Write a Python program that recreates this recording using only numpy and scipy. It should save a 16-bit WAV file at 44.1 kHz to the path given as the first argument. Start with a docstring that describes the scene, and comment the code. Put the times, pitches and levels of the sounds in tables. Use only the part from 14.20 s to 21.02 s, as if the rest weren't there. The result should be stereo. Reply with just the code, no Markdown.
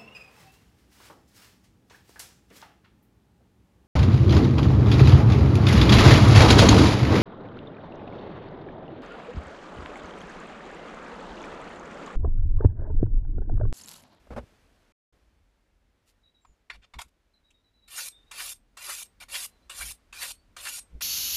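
"""A curved steel blade is whetted by hand, close by, in a small, cluttered workshop: grainy noise through steel modes.
A few taps and short scrapes set the stone on the edge, then seven even strokes land with a clack, bite hardest
in the belly of the curve, hiss on towards the tip and leave two bright modes ringing as the stone lifts.
A sleeve bumps the camera with dull noise bursts and low puffs of air, and a far bird sings in wavering sines.
Rumble and airy noise lie beneath; everything falls silent briefly near the start."""
import sys
import numpy as np
from scipy import signal
from scipy.fft import rfft, irfft, next_fast_len
from scipy.io import wavfile
from scipy.ndimage import uniform_filter1d, map_coordinates

SR = 44100
rng = np.random.default_rng(int(sys.argv[2]) if len(sys.argv) > 2 else 0)


def put_to_file(sound):
    """Save the sound as 16-bit audio at rate SR, in the file named by the first command-line argument."""
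    columns = np.atleast_2d(sound).T  # one column per channel
    safe = np.clip(columns, -1, 1)
    whole_steps = np.round(safe * 32767)
    wavfile.write(sys.argv[1], SR, whole_steps.astype(np.int16))


N = 300762


def amp(db):
    """Decibels to gain."""
    return 10 ** (np.asarray(db) / 20)


def unit(x):
    """Scale to rms 1."""
    return x / np.sqrt(np.mean(x ** 2) + 1e-20)


def clock():
    """Time of every sample in seconds."""
    return np.arange(N) / SR


def along(points, hz):
    """(Hz, value) points read on a log frequency axis."""
    f, v = np.transpose(points)
    return np.interp(np.log(hz + 1), np.log(f + 1), v)


def curves(rows):
    """One value per sample for each column after the time."""
    s, *cols = np.transpose(rows)
    return [np.interp(clock(), s, c) for c in cols]


def wobble(rate):
    """A smooth random curve, rate knots a second."""
    knots = rng.standard_normal(int(N * rate / SR) + 4)
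    return map_coordinates(knots, [np.arange(N) * rate / SR])


def gate(start, end, rise, fall):
    """Opens linearly from start; dies away exponentially after end, with time constant fall."""
    t = clock()
    opening = np.clip((t - start) / rise, 0, 1)
    return opening * np.exp(-np.clip((t - end) / fall, 0, 50))


def swell(s, length):
    """A bell-shaped envelope around time s, down to 1/e at length on either side."""
    return np.exp(-np.minimum(((clock() - s) / length) ** 2, 50))


def filtered(x, response):
    """x times a response of frequency."""
    m = next_fast_len(N + SR // 2)
    return irfft(rfft(x, m) * response(np.fft.rfftfreq(m, 1 / SR)), m)[..., :N]


def resonance(f, hz, width):
    """Causal response of one damped mode."""
    return 1j * f * width / (hz * hz - f * f + 1j * f * width)


def bank(modes, f):
    """Gain of a set of (Hz, width, dB) resonances, added in power."""
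    return np.sqrt(sum(np.abs(amp(db) * resonance(f, hz, width)) ** 2 for hz, width, db in modes))


def band(noise, hz, q):
    """Noise sent twice through one broad resonance, rms 1."""
    b, a = signal.iirpeak(np.clip(hz, 100, SR / 4), max(q, .5), SR)
    once = signal.lfilter(b, a, noise)
    return unit(signal.lfilter(b, a, once))


def stereo(pair, colour, alike):
    """Two signals become a coloured, partly alike left and right of rms 1."""
    turn = lambda f: np.arccos(np.clip(along(alike, f), -1, 1)) / 2
    mid, side = filtered(pair, lambda f: colour(f) * np.array([np.cos(turn(f)), np.sin(turn(f))]))
    return unit(np.array([mid + side, mid - side]))


def rush(spectrum, alike):
    """Smooth stereo noise of rms 1."""
    return stereo(rng.standard_normal((2, N)), lambda f: amp(along(spectrum, f)), alike)


# Base level of the background, higher while the body moves: (t/s, level/dB)
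WASH_LEVEL = [(0, -63.5), (.7, -69.5), (1.3, -74), (3.3, -75.5), (4.1, -70.5), (6.82, -68)]
# Colour of the low rumble: (f/Hz, density/dB per Hz)
RUMBLE_COLOUR = [(12, -41), (20, -8.5), (43, 5.5), (59, 0), (71, -2), (91, -4.5), (134, -15), (245, -14),
                 (311, -17.5), (400, -30), (520, -68), (880, -120)]
# Colour of the soft air: (f/Hz, density/dB per Hz)
AIR_COLOUR = [(60, -12), (200, 1), (500, -1), (1000, -5.5), (2000, -8), (4000, -14), (8000, -21),
              (12000, -25), (15000, -32)]
RUMBLE_DB = 2.5  # over the base level
# The arm swings back before each stroke and swells the rumble
SWING_DB, SWING_LEAD_S, SWING_S = 4, .05, 0.064


def background(air_db=1):
    """Low rumble that swells with each swing of the arm, and a soft wash of air, both filtered noise."""
    level, = curves(WASH_LEVEL)
    swings = sum(swell(start - SWING_LEAD_S, SWING_S) for start, *_ in STROKE_PLAN)
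    low_db = level + RUMBLE_DB + SWING_DB * swings + 2.4 * wobble(5.7)
    low = amp(low_db) * rush(RUMBLE_COLOUR, [(60, 0.83), (250, 0.69)])
    wash_db = level + air_db + 1.35 * wobble(4.2)
    wash = amp(wash_db) * rush(AIR_COLOUR, [(200, 0.34), (1000, 0.08), (5000, 0.3)])
    return (low + wash) * amp([[1.2], [-1.2]])  # leans left


# The sleeve rubs over the camera: (t/s, level/dB, hold/s, brightness/dB on the part above the dull band)
SLEEVE_BUMPS = [(0.069, -51, 0.003, 4.5), (0.104, -40, 0.034, 1), (0.146, -47.5, 0.03, -5),
                (0.162, -35, 0.028, 4.5), (0.198, -43.5, 0.04, -20.5)]
# Colour of the rubbing cloth: (f/Hz, density/dB per Hz)
CLOTH_COLOUR = [(25, -16.5), (60, 1.5), (110, -6), (165, -11), (225, -3.5), (310, -14), (500, -6.5),
                (700, -12.5), (1000, -18), (1500, -21.5), (4000, -40), (12000, -54), (15000, -67.5)]
# Air pushed at the microphone by the arm: (t/s of the centre, level/dB, f/Hz, bell half-width/s)
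AIR_PUFFS = [(0.134, -38.5, 60, 0.028), (0.192, -40, 66, 0.027), (2.308, -57.5, 50, 0.027),
             (2.573, -53.5, 48, 0.053), (2.773, -42, 55, 0.023), (2.863, -53.5, 60, 0.013),
             (5.66, -45.5, 58.6, 0.065), (6.759, -40, 57.8, 0.033)]


def sleeve():
    """Cloth drags over the camera in dull noise bursts; puffs of air are low sines with turbulent noise."""
    t = clock()
    rub = rush(CLOTH_COLOUR, [(100, 0.93), (2000, 0.15)])
    dull = filtered(rub, lambda f: 1 / (1 + (f / 320) ** 4))
    bumps = puffs = 0
    for s, db, length, bright_db in SLEEVE_BUMPS:
        cloth = dull + amp(bright_db) * (rub - dull)
        bumps = bumps + amp(db) * gate(s, s + length, rise=0.0023, fall=0.0059) * cloth
    eddies = rush([(25, 17), (70, 9.5), (200, -1), (500, -12), (2000, -65)], [(100, 0.81)])
    for s, db, hz, length in AIR_PUFFS:
        thump = np.sin(2 * np.pi * (hz * t + rng.random()))
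        puffs = puffs + amp(db) * swell(s, length) * (thump + 0.61 * eddies)
    return (bumps + puffs) * amp([[1.5], [-1.5]])  # leans left


# Fingers shift their grip: (t/s of the centre, level/dB, bell half-width/s)
GRIP_SHIFTS = [(1.89, -65.5, .024), (2.887, -67, 0.006)]
# Left-right likeness of the blade and hand sounds: (f/Hz, likeness from -1 to 1)
BLADE_LIKENESS = [(60, 0.62), (180, 0.91), (550, 0.57), (1650, 0.25), (4970, -0.056), (15000, 0.0069)]


def grip():
    """Skin brushes softly over handle and stone: bright noise with a fast uneven level."""
    level = sum(amp(db) * swell(s, length) for s, db, length in GRIP_SHIFTS)
    skin = rush([(500, -13), (3000, 3.5), (9000, 0), (15000, -7.0)], BLADE_LIKENESS)
    return level * amp(2.4 * wobble(260)) * skin


# Decay of the room: (f/Hz, t60/s)
ROOM_DECAY = [(200, 0.056), (2000, 0.13), (8000, 0.11), (15000, 0.12)]


def workshop(x):
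    """A short diffuse tail from the crowded shelves: decaying noise, unrelated at the two ears."""
    hz, t, z = signal.stft(rng.standard_normal((2, SR // 2)), SR, nperseg=256)
    decay = amp(-60 * t / along(ROOM_DECAY, hz)[:, None])
    tail = signal.istft(z * decay, SR, nperseg=256)[1]
    tail = np.pad(tail, ((0, 0), (SR // 200, 0)))  # 5 ms before the tail begins
    return signal.fftconvolve(x, tail / np.linalg.norm(tail[0]), axes=1)[:, :N]


# Thin whistled notes: (t/s, length/s, first f/Hz, last f/Hz, level/dB), before waver and level flutter
BIRD_NOTES = [(2.031, 0.073, 3854, 3840, -62), (2.143, 0.076, 3830, 3870, -67.5),
              (2.21, 0.069, 7500, 7400, -74), (2.259, 0.082, 7080, 6850, -70),
              (3.136, .05, 4060, 4010, -66), (3.235, 0.072, 3880, 3820, -64),
              (3.336, 0.081, 3780, 3770, -68.5), (3.439, 0.064, 3990, 3800, -71),
              (3.532, 0.071, 3990, 3910, -70), (3.619, .06, 3910, 3820, -66.5),
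              (3.91, .15, 3630, 3660, -59.5), (4.06, 0.058, 3750, 3840, -66),
              (5.298, 0.09003, 4100, 3950, -72), (5.42, 0.064, 4040, 4110, -72),
              (6.138, 0.11, 4330, 4630, -70.5)]
NOTE_WAVER, NOTE_ATTACK = 0.013, .12  # shares of the pitch and of the length


def bird(level_db=0, wet_db=-2):
    """Each distant note is a wavering sine on a short glide, heard both directly and by way of the room."""
    song = np.zeros(N)
    waver = 1 + NOTE_WAVER * wobble(240)
    for s, length, first, last, db in BIRD_NOTES:
        note = slice(round(s * SR), round((s + length) * SR))
        u = np.linspace(0, 1, len(song[note]))
        pitch = (first + (last - first) * u) * waver[note]
        envelope = np.minimum(u / NOTE_ATTACK, 1) * np.sqrt(1 - u)
        song[note] += amp(db) * envelope * np.sin(2 * np.pi * np.cumsum(pitch) / SR)
    song = amp(level_db + 3.4 * wobble(70)) * np.array([song, song])
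    return song + amp(wet_db) * workshop(song)


def grit(grain_db, patchy_db):
    """Tiny impacts as two grainy noises; the moving contact point favours changing frequency regions."""
    grains = rng.standard_normal((2, N)) * amp(grain_db * wobble(2500))
    z = signal.stft(grains, nperseg=1024)[2]
    field = uniform_filter1d(rng.standard_normal(z.shape[1:]), size=4, axis=0)  # smooth over frequency
    field = uniform_filter1d(field, size=3, axis=1)  # and over time
    return signal.istft(z * amp(patchy_db * unit(field)), nperseg=1024)[1][:, :N]


# Bending resonances of the held blade: (f/Hz, width/Hz, level/dB)
BLADE_MODES = [(560, 41, -12), (1440, 51, -1), (2360, 130, 0), (2760, 150, -2), (3590, 64, 0),
               (4060, 99, -2), (4500, 72, -2), (4910, 120, -2), (5410, 75, -3), (6960, 140, -5),
               (7360, 83, -3), (8430, 120, -1), (8910, 52, -1), (9430, 230, 0), (9890, 110, -3),
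               (10500, 46, 0), (11000, 110, 0), (11500, 87, -2), (12100, 130, -6), (13400, 100, -9),
               (14200, 46, -11), (14800, 130, -11)]


def rasp(spectrum, grain_db, patchy_db):
    """Grit heard through the blade, partly direct and partly in its resonances."""
    steel = lambda f: np.hypot(.42, bank(BLADE_MODES, f))
    colour = lambda f: steel(f) * amp(along(spectrum, f))
    return stereo(grit(grain_db, patchy_db), colour, BLADE_LIKENESS)


# The stone is tapped against the blade:
# (t/s, level/dB, treble level/dB, clack f/Hz, clack level/dB, chatter/s as two decay time constants)
STONE_TAPS = [(2.25, -46.5, -16, 1050, 5, 0.0074), (2.499, -26.5, -33, 1940, -4.5, 0.022),
              (2.737, -37, -19.5, 1010, -4, .023), (2.788, -33.5, -10, 910, -1.5, 0.025),
              (2.816, -31.5, 0.5, 1180, -6, 0.0087), (3.305, -58, -1, 2980, 1.5, 0.014)]
TICK_HZ = 7300  # the bright edge of a tap
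# Every landing has the same timbre; its level comes from the stroke
LAND_TREBLE_DB, LAND_HZ, LAND_CLACK_DB, LAND_CHATTER_S = -8.5, 1240, -14, 0.028


def touches(noise, knock_db=-8, treble_db=-14, flex_db=-14, tick_db=-1):
    """Taps and landings clack and chatter; returns their hiss, bite and flex strengths, and the clack."""
    landings = [(start, db, LAND_TREBLE_DB, LAND_HZ, LAND_CLACK_DB, LAND_CHATTER_S)
                for start, _, _, db, *_ in STROKE_PLAN]
    force, clack = np.zeros((3, N)), np.zeros((2, N))
    tick = amp(tick_db) * band(noise, TICK_HZ, q=2.2)
    for s, db, bright_db, hz, clack_db, length in list(STONE_TAPS) + landings:
        chatter = amp(db) * gate(s - .001, s, rise=0.0042, fall=max(length, .004) / 2)
        force += chatter * amp([[bright_db + treble_db], [knock_db], [flex_db]])
        knock = amp(clack_db) * band(noise, hz, q=3.1)
        clack += chatter * (knock + amp(bright_db) * tick)
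    return force, clack


# Lightly damped modes that sing under the scrape: (f/Hz, level/dB, t60/s)
SINGING_MODES = [(4056, -10, .1), (5400, -11, .1), (5803, -10, .12), (7348, -9, .08), (8345, -6, .1),
                 (8910, -5, .08), (9400, 0, .08), (10455, -2, .08), (10995, -3, .1), (11480, -2, .09),
                 (13390, -12, .1)]


def ringing(scrape, ring_db=-4):
    """Noise that follows the scrape's treble strength, with a slow waver, feeds lightly damped modes."""
    # a 60 dB decay in t60 sets each mode's bandwidth
    modes = lambda f: sum(amp(db) * resonance(f, hz, np.log(1000) / np.pi / t60)
                          for hz, db, t60 in SINGING_MODES)
    treble_power = np.mean(np.diff(scrape, prepend=0) ** 2, axis=0)
    force = np.sqrt(np.abs(uniform_filter1d(treble_power, size=128)))
    drive = force * amp(1.9 * wobble(7.4)) * rng.standard_normal((2, N))
    return amp(ring_db) * filtered(drive, modes)


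def pressing(slide_db, press_db, flex_db=-7, flex_growth=0.11):
    """Strength of hiss, bite and flexing: a harder bite bends the blade and brings in its low modes."""
    bend_db = press_db + flex_db + flex_growth * (press_db + 37)
    return amp([slide_db, press_db, bend_db])


# Short scrapes as the stone seeks the edge, and between later strokes:
# (start t/s, end t/s, rise/s, hiss level/dB, bite level/dB)
SHORT_SCRAPES = [(2.527, 2.562, 0.011, -72, -52), (2.616, 2.65, .03, -86, -52),
                 (2.784, 2.824, .005, -53, -47.5), (5, 5.040, 0.0052, -48.5, -46.5),
                 (6.807, 6.83, .004, -40, -35.5)]


def scrapes():
    """Brief slides at an even pressure."""
    return sum(gate(start, end, rise, fall=0.0035) * pressing(hiss, bite)[:, None]
               for start, end, rise, hiss, bite in SHORT_SCRAPES)


# Full strokes: (landing t/s, belly t/s, lift-off t/s, landing level/dB, hiss level/dB, bite level/dB,
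# growl f/Hz, lower tip mode level/dB, upper tip mode level/dB)
STROKE_PLAN = [(3.676, 3.793, 3.887, -65, -34, -38, 1560, -45.5, -55),
               (4.112, 4.207, 4.333, -31, -36, -37.5, 1876, -52, -50),
               (4.57, 4.706, 4.832, -32.5, -35, -37, 1400, -50, -67),
               (5.083, 5.156, 5.263, -52, -33.5, -34, 2800, -65, -52),
               (5.496, 5.618, 5.722, -29.5, -35.5, -38, 1840, -55, -46),
               (5.926, 6.033, 6.12, -37, -35, -35, 2180, -49, -50),
               (6.365, 6.473, 6.596, -32, -35, -37.5, 1660, -46, -44)]
# Every stroke swells from landing to belly and eases from there to lift-off (dB, and the power of the curve)
HISS_SWELL_DB, HISS_SWELL_BEND, HISS_EASE_DB = 19.5, 1.26, 2
BITE_SWELL_DB, BITE_SWELL_BEND, BITE_EASE_DB, BITE_EASE_BEND = 17, 0.77, 15.5, 0.79
# At lift-off the level drops quickly; a faint, fast-fading hiss remains for a few hundredths of a second
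RELEASE_S, RELEASE_DB, FADE_S, FADE_DB_PER_S = 0.005, 17.5, 0.036, 193
GRIP_WAVER_DB, GRIP_WAVER_RATE = .8, 35  # the hand's pressure is never quite even (knots a second)


def strokes(hiss_db=0, bite_db=-1):
    """Pressure grows up to the belly; then the bite eases while the hiss nearly holds until the lift."""
    t, force = clock(), np.zeros((3, N))
    for start, belly, lift, _, hiss, bite, *_ in STROKE_PLAN:
        before = np.clip((belly - t) / (belly - start), 0, 1)
        after = np.clip((t - belly) / (lift - belly), 0, 1)
        free = np.maximum(t - lift, 0)  # seconds since lift-off
        release = RELEASE_DB * np.minimum(free / RELEASE_S, 1) + FADE_DB_PER_S * free
        slide = hiss + hiss_db - HISS_SWELL_DB * before ** HISS_SWELL_BEND - HISS_EASE_DB * after
        press = bite + bite_db - BITE_SWELL_DB * before ** BITE_SWELL_BEND
        press = press - BITE_EASE_DB * after ** BITE_EASE_BEND
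        sounding = gate(start, lift + FADE_S, rise=.0053, fall=0.003)
        force += sounding * pressing(slide - release, press - release)
    return force * amp(GRIP_WAVER_DB * np.array([wobble(GRIP_WAVER_RATE) for _ in force]))


# Two bright modes of the tip, left ringing at lift-off: (f/Hz, t60/s)
TIP_MODES = [(8345, .16), (9400, .11)]


def lifts():
    """The last of each stroke swells two modes, decaying sines that ring on once the edge is free."""
    out = np.zeros((2, N + SR))
    t = np.arange(-SR // 5, SR // 3) / SR  # seconds from lift-off
    for _, _, lift, *_, lower_db, upper_db in STROKE_PLAN:
        first = round((lift + t[0]) * SR)
        for db, (hz, t60) in zip((lower_db, upper_db), TIP_MODES):
            envelope = amp(db - 60 * np.maximum(t / t60, -t / 0.19))
            phase = rng.random((2, 1)) / 3
            out[:, first:first + len(t)] += envelope * np.sin(2 * np.pi * (hz * t + phase))
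    return out[:, :N]


# The stone digs in at the belly, and again, lower and softer, just before it lifts (dB over the bite)
GROWL_DB, GROWL_S = -1.5, 0.017
FLICK_DB, FLICK_HZ, FLICK_S, FLICK_LEAD_S = -15.5, 1090, 0.0057, 0.01


def catches(noise):
    """Short growls of band noise where the stone digs in: at the belly and as it flicks off."""
    flick = amp(FLICK_DB) * band(noise, FLICK_HZ, q=1.07)
    out = np.zeros((2, N))
    for _, belly, lift, _, _, bite, hz, *_ in STROKE_PLAN:
        growl = amp(GROWL_DB) * swell(belly, GROWL_S) * band(noise, hz, q=1.45)
        out += amp(bite) * (growl + swell(lift - FLICK_LEAD_S, FLICK_S) * flick)
    return out


# Colour of the sliding hiss, before the blade's resonances: (f/Hz, density/dB per Hz)
HISS_COLOUR = [(1200, -30), (2500, -7), (4500, -3.5), (6500, 0), (8000, -3.5), (9500, -3), (11200, -1),
               (12400, -6), (15000, -11.5)]
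# Colour of the cutting bite, before the blade's resonances: (f/Hz, density/dB per Hz)
BITE_COLOUR = [(300, -43), (800, -20), (1200, -4), (2400, 5), (4000, 3.5), (5500, -4.5), (8000, -13.5),
               (15000, -61)]
# Low modes in which the whole blade flexes: (f/Hz, width/Hz, level/dB)
FLEX_MODES = [(387, 33, -9), (531, 18, -2), (580, 22, -4), (721, 26, -3), (1010, 440, -4), (1138, 64, -0.5),
              (1428, 40, 4), (1830, 92, 2)]


def whetting(judder_db=1.32):
    """Grit on steel, shaken by the uneven grip of the stone: hiss, bite, flexing, growls and clacks."""
    noise = stereo(grit(grain_db=3, patchy_db=3), np.ones_like, BLADE_LIKENESS)
    landing, clack = touches(noise)
    hiss, bite, flex = strokes() + scrapes() + landing
    judder = judder_db * wobble(110)
    sliding = rasp(HISS_COLOUR, grain_db=2.5, patchy_db=4.2)
    cutting = rasp(BITE_COLOUR, grain_db=3, patchy_db=5)
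    low_steel = lambda f: bank(FLEX_MODES, f) * f / (f + 500) / (1 + (f / 2200) ** 4)
    bending = stereo(grit(grain_db=1.5, patchy_db=3), low_steel, BLADE_LIKENESS)
    gnawing = bite * cutting + flex * bending + catches(noise)
    return hiss * amp(0.61 * judder) * sliding + amp(judder) * gnawing + clack


# Stereo lean of the blade and hand sounds: (f/Hz, left minus right level/dB)
BLADE_LEAN = [(400, 0), (1000, 2.5), (1500, 0.5), (2400, 1), (4500, 3.5), (7000, 4), (8500, 3.5),
              (9400, 7.5), (10100, -5), (11000, -4), (12000, -8.5), (13500, -0.5)]


def scene(room_db=-15):
    """The blade close by, coloured differently at each microphone port, in the room with all the rest."""
    scrape = whetting()
    close = scrape + ringing(scrape) + lifts() + grip()
    blade = filtered(close, lambda f: amp(np.outer([.5, -.5], along(BLADE_LEAN, f))))
    return blade + amp(room_db) * workshop(blade) + sleeve() + bird() + background()


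# The brief silence: (start t/s, end t/s)
SILENCE = (.722, .926)
TOP_HZ = 15350  # band limit


def record(dry):
    """The sound drops out for a fifth of a second; nothing passes above the band limit."""
    silent = (clock() > SILENCE[0]) & (clock() < SILENCE[1])
    live = uniform_filter1d(1.0 - silent, size=128)  # softens both edges
    return filtered(dry * live, lambda f: f < TOP_HZ)


dry = scene()
out = record(dry)
put_to_file(out)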